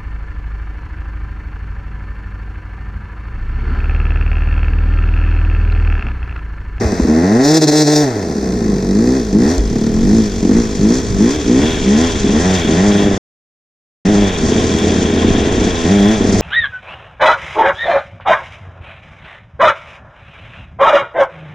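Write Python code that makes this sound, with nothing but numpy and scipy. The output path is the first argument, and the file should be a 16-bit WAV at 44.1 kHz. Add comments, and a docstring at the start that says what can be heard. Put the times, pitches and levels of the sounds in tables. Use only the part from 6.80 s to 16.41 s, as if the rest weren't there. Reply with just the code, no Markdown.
"""A two-stroke dirt bike on a snowy track, from a stereo microphone on the rider's helmet.
After three pops, a long pull rings the exhaust pipe with every firing and rasps, stumbling, at top revs.
From 1.5 s the engine skips and pops on a light hand; from 2 s come short, clean pulls, and chain noise
and snow spray grow over the clatter and wind. At 6.4 s the sound cuts out for almost a second.
The ride resumes, mostly popping on a light throttle, with one more hard burst at 9 s."""
import sys
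import numpy as np
from scipy import signal
from scipy.fft import rfft, irfft, next_fast_len
from scipy.io import wavfile
from scipy.ndimage import uniform_filter1d

SR = 44100
rng = np.random.default_rng(int(sys.argv[2]) if len(sys.argv) > 2 else 0)


def master(y):
    """Save y as 16-bit WAV."""
    cut = np.clip(np.atleast_2d(y).T, -1, 1)
    pcm = np.round(cut * 32767)  # scale
    wavfile.write(sys.argv[1], SR, pcm.astype(np.int16))


N = 423801
TIME = np.arange(N) / SR
FFT_SIZE = 2 * next_fast_len(N // 2 + 8192)
BINS_HZ = np.maximum(np.fft.rfftfreq(FFT_SIZE, 1 / SR), 1)
CRUISE_PER_S = 80   # cruising revs; every engine `rate` is in strokes per second


def from_db(db):
    """Decibels to gain."""
    return 10 ** (np.asarray(db) / 20)


def rms_one(x):
    """Scale to unit power."""
    return x / np.sqrt(np.mean(x ** 2) + 1e-20)


def evened(x, size=2600):
    """Hold the running power at 1 while single strokes keep their shape."""
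    power = uniform_filter1d(uniform_filter1d(x ** 2, size), size)
    return x / np.sqrt(np.maximum(power, 0) + 1e-4 * np.mean(power))


def ramp(start_s, length_s):
    """A straight rise from 0 to 1."""
    return np.clip((TIME - start_s) / length_s, 0, 1)


def drift(per_s):
    """Smooth random wander of spread 1."""
    knots = rng.standard_normal(4000)
    return rms_one(np.interp(TIME * per_s, np.arange(len(knots)), knots))


def in_time(rows):
    """Each column of a curve at every sample."""
    times, *columns = np.transpose(rows)
    return [np.interp(TIME, times, column) for column in columns]


def over_bins(points):
    """A frequency table joined by lines on a log axis."""
    hz, value = np.transpose(points)
    return np.interp(np.log(BINS_HZ), np.log(hz), value)


def colour(x, spectrum):
    """Causal (minimum-phase) filter with the given spectrum, falling steeply beyond its ends."""
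    octaves_below = np.maximum(np.log2(spectrum[0][0] / BINS_HZ), 0)
    octaves_above = np.maximum(np.log2(BINS_HZ / spectrum[-1][0]), 0)
    gain_db = over_bins(spectrum) - np.minimum(30 * (octaves_below + octaves_above), 60)
    cepstrum = irfft(np.log(from_db(gain_db)))
    cepstrum[1:FFT_SIZE // 2] *= 2
    cepstrum[FFT_SIZE // 2 + 1:] = 0
    return irfft(rfft(x, FFT_SIZE) * np.exp(rfft(cepstrum)))[..., :N]


def modes(x, table):
    """Parallel resonances, scaled to unit power."""
    return rms_one(sum(from_db(db) * signal.lfilter(*signal.iirpeak(hz, hz / width, fs=SR), x)
                       for hz, width, db in table))


def delayed(x, delay_s):
    """The same sound, later."""
    return np.interp(TIME - delay_s, TIME, x, left=0)


def smeared(x, trip_s, echo):
    """Waves bounce to and fro in a pipe: an all-pass that draws each pulse out."""
    trip = np.exp(-2j * np.pi * BINS_HZ * trip_s)
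    return irfft(rfft(x, FFT_SIZE) * (trip - echo) / (1 - echo * trip))[:N]


def impulses(at, strength):
    """One click at each given sample."""
    clicks = np.zeros(N)
    clicks[at] = strength
    return clicks


def dying(x, decay_s):
    """Give every sample an exponential tail."""
    return signal.lfilter([1], [1, -np.exp(-1 / (decay_s * SR))], x + 1e-18)


def puffs(clicks, decay_s, steady):
    """Gas flow: a dying burst after each click over a steady share."""
    return evened(evened(dying(clicks, decay_s)) + steady)


# how alike noise is on the two sides of the microphone: f/Hz, likeness/0-1
EAR_LIKENESS = [(300, 0.89), (700, 0.31), (1300, 0.2), (2000, .85), (3200, 0.83), (4600, 0.96),
                (6800, 0.29), (12000, .1)]
def stereo_noise(spectrum, gate):
    """Gated turbulence ringing in a spectrum, only partly alike in the two ears."""
    alike = over_bins(EAR_LIKENESS)
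    mid, side = rfft(rng.standard_normal((2, N)) * gate, FFT_SIZE)
    pair = irfft(mid + np.sqrt((1 - alike) / (1 + alike)) * side * [[1], [-1]])[:, :N]
    return rms_one(colour(pair, spectrum))


# air right on the microphone: t/s, level/dB
WIND_LEVELS = [(0, -27.5), (.98, -43), (3.01, -20.5), (3.23, -22), (4.3, -21), (6.37, -26), (7.26, -23),
               (8.3, -26.5), (8.73, -20.5), (9.61, -24)]
def wind():
    """Air buffets the microphone ports with a lumpy low rumble."""
    level_db, = in_time(WIND_LEVELS)
    spectrum = [(15, 1.5), (30, -4.5), (55, -4), (100, -5), (250, -14)]
    return from_db(level_db) * stereo_noise(spectrum, gate=from_db(2.5 * drift(12)))


# low thumps of wind right on the microphone: t/s, level/dB, half-width/s, f/Hz
WIND_THUMPS = [(.063, -7, .01, 72), (.23, -8, .011, 62), (2.799, -5, .013, 52), (2.856, -13, .025, 50),
               (7.42, -16, .04, 45), (8.63, -16, .032, 71), (8.799, -13, .023, 52)]
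def thumps():
    """Wind thumps the microphone, a few low cycles each time."""
    return sum(from_db(db) * np.exp(-.5 * ((TIME - s) / width) ** 2) * np.sin(2 * np.pi * hz * (TIME - s))
               for s, db, width, hz in WIND_THUMPS)


# ticks from the frame, below the rider: t/s, level/dB
FRAME_TICKS = [(2.7809, -12), (7.9869, -13)]
def ticks():
    """Short bright cracks of metal on metal."""
    times, level_db = np.transpose(FRAME_TICKS)
    clicks = impulses(np.round(times * SR).astype(int), from_db(level_db))
    return dying(clicks, decay_s=.001) * stereo_noise(HISS_SPECTRUM, gate=1)


def engine_whine(rate, turns, cycles_per_turn=12.5, peak_hz=1060, width_hz=60):
    """From 4 s on, a faint whine follows the revs and swells near 1060 Hz."""
    resonance = 1 / np.hypot(1, (cycles_per_turn * rate - peak_hz) / width_hz)
    level = from_db(-34.5 + 3 * drift(40)) * ramp(start_s=4, length_s=1)
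    return level * resonance * np.sin(2 * np.pi * cycles_per_turn * turns)


def shake(rate, turns, opening, frame_hz=48, width_hz=4):
    """The once-a-turn shake grows with revs and load, and swells at the frame's resonance."""
    forced = from_db(-23) * (rate / CRUISE_PER_S) ** 1.3 * (.65 + .4 * opening)
    resonance = from_db(-26) / (1 + ((rate - frame_hz) / width_hz) ** 2)
    return (forced + resonance) * from_db(2 * drift(25)) * np.sin(2 * np.pi * turns)


# the chain, down by the back wheel: f/Hz, level/dB
CHAIN_SPECTRUM = [(930, -14), (1030, -4), (1220, -18), (1450, -7), (1820, -6), (2130, -10), (2320, -2),
                  (2550, -8), (2710, -4), (2920, -9), (3200, -3), (3350, 1), (3560, -5), (3700, -3),
                  (4000, -15)]
# its steel sprockets: f/Hz, width/Hz, level/dB
SPROCKET_RING = [(2310, 110, -6), (3340, 55, 4), (3430, 90, -1)]
def chain(slack_db=3.6, after_s=.045, slack_s=.09):
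    """Rollers hit the sprockets and keep them ringing, loudest as the throttle shuts on a slack chain."""
    _, _, level_db = in_time(RUNNING_LEVELS)
    # the harder the pull, the more slack after it
    slack = sum(np.clip((top - low) / 24, 0, 1) ** 2 * np.exp(-((TIME - shuts - after_s) / slack_s) ** 2)
                for _, _, shuts, _, low, top, *_ in THROTTLE_PULLS)
    hits = from_db(1.7 * drift(350) + .6 * drift(25))
    ringing = evened(modes(hits * rng.standard_normal(N), SPROCKET_RING))
    sprockets = from_db(-3.5) * np.minimum(slack + .35, 1) * ringing
    return from_db(level_db + slack_db * slack) * (stereo_noise(CHAIN_SPECTRUM, hits) + sprockets)


# bright hiss of snow off the track, also the colour of the frame's ticks: f/Hz, level/dB
HISS_SPECTRUM = [(2120, -39), (3050, -28), (3600, -7), (3980, -2), (6050, 4.5), (7280, -1), (8410, -14),
                 (9590, -16), (11300, -40), (12800, -33), (15000, -50)]
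def snow_spray(knocks):
    """Thrown snow hisses, pulsing with the strokes."""
    flow = puffs(knocks, decay_s=.0076, steady=2)
    return stereo_noise(HISS_SPECTRUM, flow * from_db(1.8 * drift(70)))


def steel_buzz(knocks, decay_s=.009):
    """Every stroke sets off the same dense ring of thin steel, so steady firing buzzes."""
    age = np.arange(1500) / SR
    ring = rng.standard_normal(len(age)) * np.exp(-age / decay_s)
    return signal.fftconvolve(knocks, ring)[:N]


# rasp of the expansion chamber, about a metre below the microphone: f/Hz, level/dB
RASP_SPECTRUM = [(1650, -28), (2550, -14), (2800, -17), (3050, -30), (3450, -8), (4210, -1.5), (6000, 1),
                 (7230, -7.5), (9500, -19.5), (10600, -28), (11600, -38), (13200, -19.5), (15000, -36)]
# its steel shell: f/Hz, width/Hz, level/dB
SHELL_RING = [(4345, 50, -6), (5038, 43, -3), (5448, 24, -3), (5677, 30, -1), (5926, 50, -4)]
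def shell_rasp(knocks, buzz, tuned, falter_db, tear_db=1.5):
    """Gas jets hiss and the shell buzzes; in tune the buzz takes over and tears unevenly."""
    shell = evened(colour(buzz + drift(18) * steel_buzz(knocks), RASP_SPECTRUM))
    shell = shell + .15 * evened(modes(shell, SHELL_RING))
    jets = stereo_noise(RASP_SPECTRUM, puffs(knocks, decay_s=.004, steady=1.6))
    rasp = (1 - .45 * tuned) * jets + (.15 + .7 * tuned) * shell
    return rasp * from_db(.8 * falter_db + tear_db * tuned * drift(60))


# the header pipe, at the front of the engine: f/Hz, width/Hz, level/dB
HEADER_RING = [(880, 160, 2), (1080, 120, 0), (1450, 150, -2), (1750, 300, -1), (2150, 250, -1)]
def header_bark(buzz, surge):
    """The header pipe rings under load while the revs surge."""
    return surge * evened(modes(colour(buzz, PISTON_SPECTRUM), HEADER_RING))


# piston clatter, about a metre below the microphone: f/Hz, level/dB
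PISTON_SPECTRUM = [(530, -28), (900, -3), (1000, 1), (1270, -5), (1450, -5), (1870, -3.8), (2050, -4),
                   (2370, -12), (2520, -6), (2950, -32), (5500, -120)]
# base noise of the running bike at the helmet: t/s, clatter level/dB, hiss level/dB, chain level/dB
RUNNING_LEVELS = [(0, -32.5, -33.5, -50), (.5, -34, -34.5, -50), (1.15, -35, -34, -50),
                  (1.55, -39, -35.5, -54), (2.5, -39, -35.5, -48), (2.9, -39, -35.5, -42),
                  (4.3, -35.5, -31.5, -40), (4.9, -34, -29, -30), (5.8, -32.5, -28, -29),
                  (6.37, -33, -31, -32), (7.6, -33, -29.5, -29), (8.5, -33, -30.5, -27.5),
                  (9.61, -32, -30, -31)]
def rattle(at, strength, tuned, surge, falter_db, clatter_flare_db, hiss_flare_db):
    """Strokes knock piston, header and shell; from 1.8 s to 5 s the rasp gives way to snow spray."""
    clatter_db, hiss_db, _ = in_time(RUNNING_LEVELS)
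    clatter_gain = from_db(clatter_db + clatter_flare_db - 3 * tuned)
    hiss_gain = from_db(hiss_db + hiss_flare_db + 9.3 * tuned)
    knocks = impulses(at, strength * from_db(1.5 * rng.standard_normal(N)[at]))
    piston = stereo_noise(PISTON_SPECTRUM, puffs(knocks, decay_s=.0082, steady=1))
    buzz = steel_buzz(knocks)
    rasp = shell_rasp(knocks, buzz, tuned, falter_db)
    rolling = ramp(start_s=1.8, length_s=3.2)
    hiss = np.sqrt(1 - rolling) * rasp + np.sqrt(rolling) * snow_spray(knocks)
    return clatter_gain * (piston + header_bark(buzz, surge)) + hiss_gain * hiss


def airbox(at, strength, rate, opening, ring_hz=130, width_hz=35):
    """The intake booms with the slide open, fading out at high revs."""
    gulps = colour(impulses(at, strength), [(90, 0), (170, 0)])
    boom = evened(modes(gulps, [(ring_hz, width_hz, 0)]))
    return from_db(-23) * opening * np.clip((105 - rate) / 20, 0, 1) * boom


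# separate exhaust pops on a light throttle, close under the rider: t/s, relative level/dB
EXHAUST_POPS = [(0.125, -5), (0.197, -2), (0.249, -2), (1.469, -10), (1.497, -14), (1.522, -9), (1.553, -9),
                (1.581, -8), (1.629, -8), (1.661, -8), (1.694, -10), (1.728, -9), (1.763, -9), (1.815, -8),
                (1.857, -8), (1.89, -5), (1.929, -6), (1.962, -5), (5.441, -4), (5.468, -3), (5.848, -6),
                (5.886, -3), (7.631, -4), (7.687, -3), (7.72, -3), (7.756, -3), (7.779, -3), (7.839, -5),
                (7.913, -6), (7.947, -4), (8.017, -5), (8.041, -2), (8.067, -4), (8.101, -4), (8.123, -4),
                (8.157, -4), (8.181, -3), (8.216, -4), (8.248, -4), (8.285, -5), (8.332, -5), (8.38, -4),
                (8.414, -5), (8.446, -2), (8.481, -2), (8.503, -2), (8.547, -4), (8.581, -3), (8.615, -6),
                (8.671, -4), (8.778, -4), (8.814, -3), (8.846, -4), (8.867, -4), (9.405, -2), (9.447, -3),
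                (9.488, -4), (9.539, -3)]
# what a pop rings: f/Hz, relative level/dB, decay/s
POP_RING = [(218, 0, .007), (320, -8, .005), (440, -14, .008), (690, -20, .005), (1040, -27, .01)]
def pops(rise_s=.002, trim_db=-3.7, pitch_scatter=.06):
    """Unburnt charge lights at once and thumps the whole exhaust, never twice at quite the same pitch."""
    age, out = np.arange(3000) / SR, np.zeros(N + 3000)
    for s, pop_db in EXHAUST_POPS:
        for k, (hz, mode_db, decay_s) in enumerate(POP_RING):
            detune, uneven_db = rng.standard_normal(2)
            swell = (1 - np.exp(-age / rise_s)) ** 2 * np.exp(-age / decay_s)
            ring_hz = hz * (1 + pitch_scatter * detune / (1 + k / 2))
            ring = (-1) ** k * np.sin(2 * np.pi * ring_hz * age)
            gain = from_db(pop_db + trim_db + mode_db + min(k, 2) * uneven_db)
            out[int(s * SR):][:len(age)] += gain * swell / swell.max() * ring
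    return out[:N]


def silencer(clicks, spectrum, rough):
    """Each pulse bounces through the silencer with turbulence on its heels."""
    pulses = smeared(colour(clicks, spectrum), trip_s=.0023, echo=.8)
    pulses = smeared(pulses, trip_s=.0037, echo=.52)
    turbulence = rng.standard_normal(N) * puffs(clicks, decay_s=.0077, steady=.96)
    return evened(evened(pulses) + rough * evened(colour(turbulence, spectrum)))


def pipe_boom(at, strength, rate, misfire, ring_hz, rise_s=.003, decay_s=.0055, driven_turns=.25):
    """Each blow-down rings the chamber; steady firing pulls the ring onto a harmonic and sustains it."""
    age, out = np.arange(3000) / SR, np.zeros(N + 3000)
    steady = np.clip(1.1 - misfire[at] / .3, 0, 1)
    multiple = ring_hz[at] / rate[at]
    harmonic_hz = (multiple - np.sin(2 * np.pi * multiple) / (2 * np.pi)) * rate[at]   # soft steps
    stray_hz = ring_hz[at] * (1 + .09 * np.clip(rng.standard_normal(N)[at], -2, 2))   # uneven burns
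    pulled_hz = stray_hz + steady * (harmonic_hz - stray_hz)
    for i, size, hz, lock in zip(at, strength, pulled_hz, steady):
        phase = 2 * np.pi * hz * age
        ring = np.sin(phase) - .19 * np.sin(1.6 * phase) - .24 * np.sin(2 * phase)
        swell = (1 - np.exp(-age / rise_s)) * np.exp(-age / (decay_s + lock * driven_turns / rate[i]))
        out[i:i + len(age)] += size * swell * ring
    body = [(60, -20), (110, -1.5), (150, 2), (195, 2.5), (240, -2), (320, 7), (420, -5), (700, -12.5)]
    return evened(colour(out[:N], body))


# hum and bark of the silencer, a metre or so behind and below the helmet: f/Hz, level/dB
HUM_SPECTRUM = [(220, -19.5), (330, -8.5), (400, 5), (455, -1.5), (540, -11.5), (660, -5.5), (800, -14),
                (1000, -30.5), (1300, -26.5), (2200, -48)]
BARK_SPECTRUM = [(420, -16.5), (520, -1.5), (620, 7), (800, 0.5), (950, -9), (1250, -12), (1500, -14),
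                 (1850, -9), (2400, -26)]
def exhaust(at, strength, rate, misfire, falter_db, opening, tuned, pipe_db, ring_hz):
    """Pipe boom, the hum of gas pumped even by failed strokes, and a bark on clean, fast firing."""
    boom = pipe_boom(at, strength, rate, misfire, ring_hz)
    hum = silencer(impulses(at, strength + .6), HUM_SPECTRUM, rough=.3 + .6 * misfire)
    bark = silencer(impulses(at, strength), BARK_SPECTRUM, rough=.2 + .5 * misfire)
    bite = 1.05 * np.clip((rate - 35) / 55, .4, 1) * (1 - misfire)
    match_db = opening * (1 - misfire) * np.cos(2 * np.pi * ring_hz / rate)   # a harmonic meets the ring
    boom_db = pipe_db + match_db + .08 * falter_db - 2 * tuned
    silencer_db = -23.2 + 4 * opening + 3.8 * np.log2(rate / CRUISE_PER_S) + .8 * falter_db + tuned
    return from_db(boom_db) * boom + from_db(silencer_db) * evened(hum + bite * bark)


def firings(turns, misfire, dud_db=-5.5, scatter_db=1.6, late_s=.0016, jitter_s=.00005):
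    """Sample and strength of each stroke: charge builds over failures until it lights, early or late."""
    at = np.flatnonzero(np.diff(np.floor(turns)) > 0)
    charge_luck, level_luck, timing_luck = rng.standard_normal((1500, 3))[:len(at)].T
    lit, charge = np.zeros(len(at), bool), 0
    for k, share in enumerate(misfire[at]):
        charge = 1 if share < .1 else charge + 1 - share + .35 * share * charge_luck[k]
        lit[k] = charge > .5
        charge -= lit[k]
    strength = from_db(np.where(lit, 0, dud_db) + scatter_db * level_luck)
    offset_s = (jitter_s + late_s * misfire[at] ** 2) * timing_luck
    return np.clip(at + (offset_s * SR).astype(int), 0, N - 1), strength


# each pull on the throttle, an arm's length from the microphone: opens t/s, twist/s, shuts t/s,
# rev change/s, from rate/Hz, to rate/Hz, pipe level/dB, pipe ring f/Hz, rise of ring/Hz,
# clatter flare/dB, hiss flare/dB, burble/s, failed strokes/0-1
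THROTTLE_PULLS = [ (-.3, .05, .0, .2, 122, 124, -17, 220, 10, 4, 1, 0, .4),
                  (.266, .03, 1.215, .53, 77, 162, -9.2, 212, 85, 0, 6, 0, .04),
                  (1.6, .35, 2.06, .4, 64, 47, -17, 205, 0, 1, 0, 0, .08),
                  (2.02, .1, 2.36, .339, 46.4, 66.5, -10.5, 212, 28, 4, 4, 0, .04),
                  (2.5, .05, 2.67, .27, 49, 92, -8.5, 200, 85, 9, 11, .04, .03),
                  (2.9, .06, 3.12, .2, 35, 38, -14, 230, 0, 1, 1, 0, .03),
                  (3.1, .2, 3.4, .28, 42, 56.2, -8.5, 215, 8, 3, 4, 0, .03),
                  (3.6, .06, 3.78, .2, 44.5, 59, -8.5, 235, -5, 6, 3, .09, .04),
                  (3.96, .08, 4.11, .23, 48, 66, -9.2, 200, 55, 6, 7, .06, .03),
                  (4.34, .07, 4.46, .25, 48.5, 78, -8.5, 205, 80, 8, 9, .04, .03),
                  (4.65, .05, 4.83, .26, 58.3, 82.7, -9.5, 245, 10, 5, 2, .03, .04),
                  (5.02, .05, 5.21, .26, 65, 86.3, -9.5, 210, 35, 5, 3, .03, .06),
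                  (5.43, .05, 5.74, .27, 66, 94, -11.5, 220, -10, 4, 2, .09, .1),
                  (5.86, .04, 6.14, .21, 77, 103.2, -10, 195, 25, 4.5, 2, 0, .08),
                  (6.11, .02, 6.3, .15, 102, 100, -11.5, 220, 0, 1, 0, 0, .27),
                  (7.2, .06, 7.43, .12, 90, 104, -10, 215, 5, 2, 0, 0, .2),
                  (7.61, .08, 7.95, .1, 78, 90, -18.5, 230, 15, 1, 1, 0, .5),
                  (8.0, .06, 8.25, .12, 82, 89, -20, 235, 15, 1, 1, 0, .48),
                  (8.27, .06, 8.86, .53, 83, 94, -17, 235, 10, 1, 0, 0, .48),
                  (9.02, .05, 9.2, .11, 80, 102, -9.8, 215, -10, 1, 1, .02, .08),
                  (9.19, .02, 9.3, .15, 100, 110, -9.3, 200, 20, 1, 1, 0, .05),
                  (9.4, .03, 9.62, .22, 96, 100, -15, 220, 10, 2, 4.5, 0, .48), ]
def crank_speed(skew=1.2, sag_per_s2=21, coast_s=.28):
    """Revs climb in an S, sag under load, then coast to the next pull; also how far up the climb is."""
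    rate, climb = np.zeros((2, N))
    following = [(row[0], row[4]) for row in THROTTLE_PULLS[1:]] + [(np.inf, 0)]
    for (opens, _, shuts, climb_s, low, top, *_), (next_opens, next_low) in zip(THROTTLE_PULLS, following):
        during = (TIME >= opens) & (TIME < next_opens)
        t, tops_out = TIME[during], opens + climb_s
        lets_go = min(max(shuts, tops_out), next_opens - 1e-3)
        progress = np.clip((t - opens) / climb_s, 0, 1) ** skew   # revs pick up late
        rise = progress ** 2 * (3 - 2 * progress)
        sag = sag_per_s2 * np.clip(t - tops_out, 0, max(lets_go - tops_out, 0))
        driven = low + (top - low) * rise - sag
        fall = np.expm1(-np.maximum(t - lets_go, 0) / coast_s) / np.expm1(-(next_opens - lets_go) / coast_s)
        rate[during] = driven + (next_low - driven) * fall
        climb[during] = rise * (1 - fall)
    return rate, climb


def throttle(rate, climb, release_s=.1, starve_s=.15, flare_s=.08, shut_db=-22, fade_db_per_s=4):
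    """Each pull opens the pipe; as the revs climb the hot pipe rings higher and clatter and hiss flare."""
    opening, boom_db, fed, misfire, ring_hz = np.zeros((5, N))
    flares_db = np.zeros((2, N))   # clatter, hiss
    for pull in THROTTLE_PULLS:
        opens, twist_s, shuts, _, _, _, pipe_db, cool_hz, rise_hz, *flare_db, burble_s, failing = pull
        begun = TIME >= opens
        grip = np.sqrt(ramp(opens, twist_s)) * (1 - ramp(shuts, release_s))
        opening = np.maximum(opening, grip)
        held_db = pipe_db - fade_db_per_s * np.maximum(TIME - opens - twist_s, 0)
        boom_db = np.maximum(boom_db, grip * (held_db - shut_db))
        ring_hz = np.where(begun, cool_hz + rise_hz * climb, ring_hz)
        flares_db += np.outer(flare_db, begun * (1 - ramp(shuts + flare_s / 2, flare_s)))
        fuel = ramp(opens, min(twist_s, release_s)) * (1 - ramp(shuts, starve_s))
        fed = np.maximum(fed, fuel)
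        choked = .36 * (begun & (TIME < opens + burble_s))   # strokes fail while a fresh pull burbles
        misfire = np.maximum(misfire, np.maximum(fuel * failing, choked))
    starved = .3 * (1 - fed) * np.clip(rate / CRUISE_PER_S, 0, 1) ** 2   # and with the throttle shut
    return opening, shut_db + boom_db, np.maximum(misfire, starved), ring_hz, flares_db * climb


# the spark falters at top revs, early on the track: t/s, half-width/s, relative level/dB
SPARK_STUMBLES = [(0.798, 0.015, -12), (0.859, 0.013, -11.5), (0.91, .009, -6.5), (1.049, .018, -8.5),
                  (1.149, .007, -3.5)]
def stumbles(drag_per_db=23, recover_s=.12):
    """A faltering spark dips the power and costs revs, which then pick up again."""
    falter_db = sum(db * np.exp(-((TIME - s) / width) ** 4) for s, width, db in SPARK_STUMBLES)
    return falter_db, drag_per_db * dying(falter_db, recover_s) / SR


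def engine():
    """The throttle drives the crank, and the crank times exhaust, intake, rattle, whine and shake."""
    falter_db, rate_dip = stumbles()
    speed, climb = crank_speed()
    opening, pipe_db, misfire, ring_hz, flares_db = throttle(speed, climb)
    wander = (.007 + .015 * misfire) * drift(30)
    rate = (speed + rate_dip) * (1 + wander + .004 * falter_db)
    misfire = np.maximum(misfire, -falter_db / 60)
    ring_hz = ring_hz + 4 * falter_db   # a stumble cools the pipe
    turns = np.cumsum(rate) / SR
    at, strength = firings(turns, misfire)
    mid_climb = np.sqrt(np.maximum(4 * climb * (1 - climb), 0))
    surge = opening * mid_climb * (1 - misfire) * np.clip(rate / CRUISE_PER_S, 0, 1) ** 2
    tuned = np.clip((rate - 131) / 10, 0, 1) * opening ** 4   # flat out, the chamber snaps into tune
    return (shake(rate, turns, opening) + engine_whine(rate, turns) + airbox(at, strength, rate, opening)
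            + exhaust(at, strength, rate, misfire, falter_db, opening, tuned, pipe_db, ring_hz)
            + rattle(at, strength, tuned, surge, falter_db, *flares_db))


# the helmet's shading at the microphone: f/Hz, left minus right level/dB
EAR_BALANCE = [(400, 0), (700, -1), (1280, 2.8), (2370, 2.6), (4370, 1.2), (8000, .5), (14900, 3)]
# the path round the helmet: f/Hz, lead of the left ear/rad
EAR_LEAD = [(300, .02), (600, .15), (860, .6), (1120, 2.2), (1400, 5.9), (1800, 6.28), (4820, 6.5),
            (6030, 7.3), (9470, 6.8)]
def scene():
    """The helmet shades and delays the sound differently for each ear; snow and bodywork reflect a little."""
    bike = engine() + pops() + chain() + ticks()
    bounce = delayed(bike[0], .0044) - delayed(bike[1], .021)
    at_helmet = bike + wind() + thumps() + from_db(-32) * bounce * [[1], [-1]]
    left_gain = from_db(over_bins(EAR_BALANCE) / 2)
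    ears = np.array([left_gain, np.exp(-1j * over_bins(EAR_LEAD)) / left_gain])
    return irfft(rfft(at_helmet, FFT_SIZE) * ears)[:, :N]


SILENT_FROM_S, SILENT_TO_S, CUTOFF_HZ = 6.378, 7.252, 15200
def record(dry):
    """The recorder rounds the peaks and loses the top treble; the sound falls silent for almost a second
    between two stretches of the ride."""
    rounded = dry / (1 + np.abs(dry / .98) ** 6) ** (1 / 6)
    running = uniform_filter1d(1. * ((TIME < SILENT_FROM_S) | (TIME > SILENT_TO_S)), size=200)
    lowpass = signal.ellip(10, .05, 70, CUTOFF_HZ, fs=SR, output="sos")
    return signal.sosfiltfilt(lowpass, rounded * running, padlen=2000)


dry = scene()
out = record(dry)
master(out)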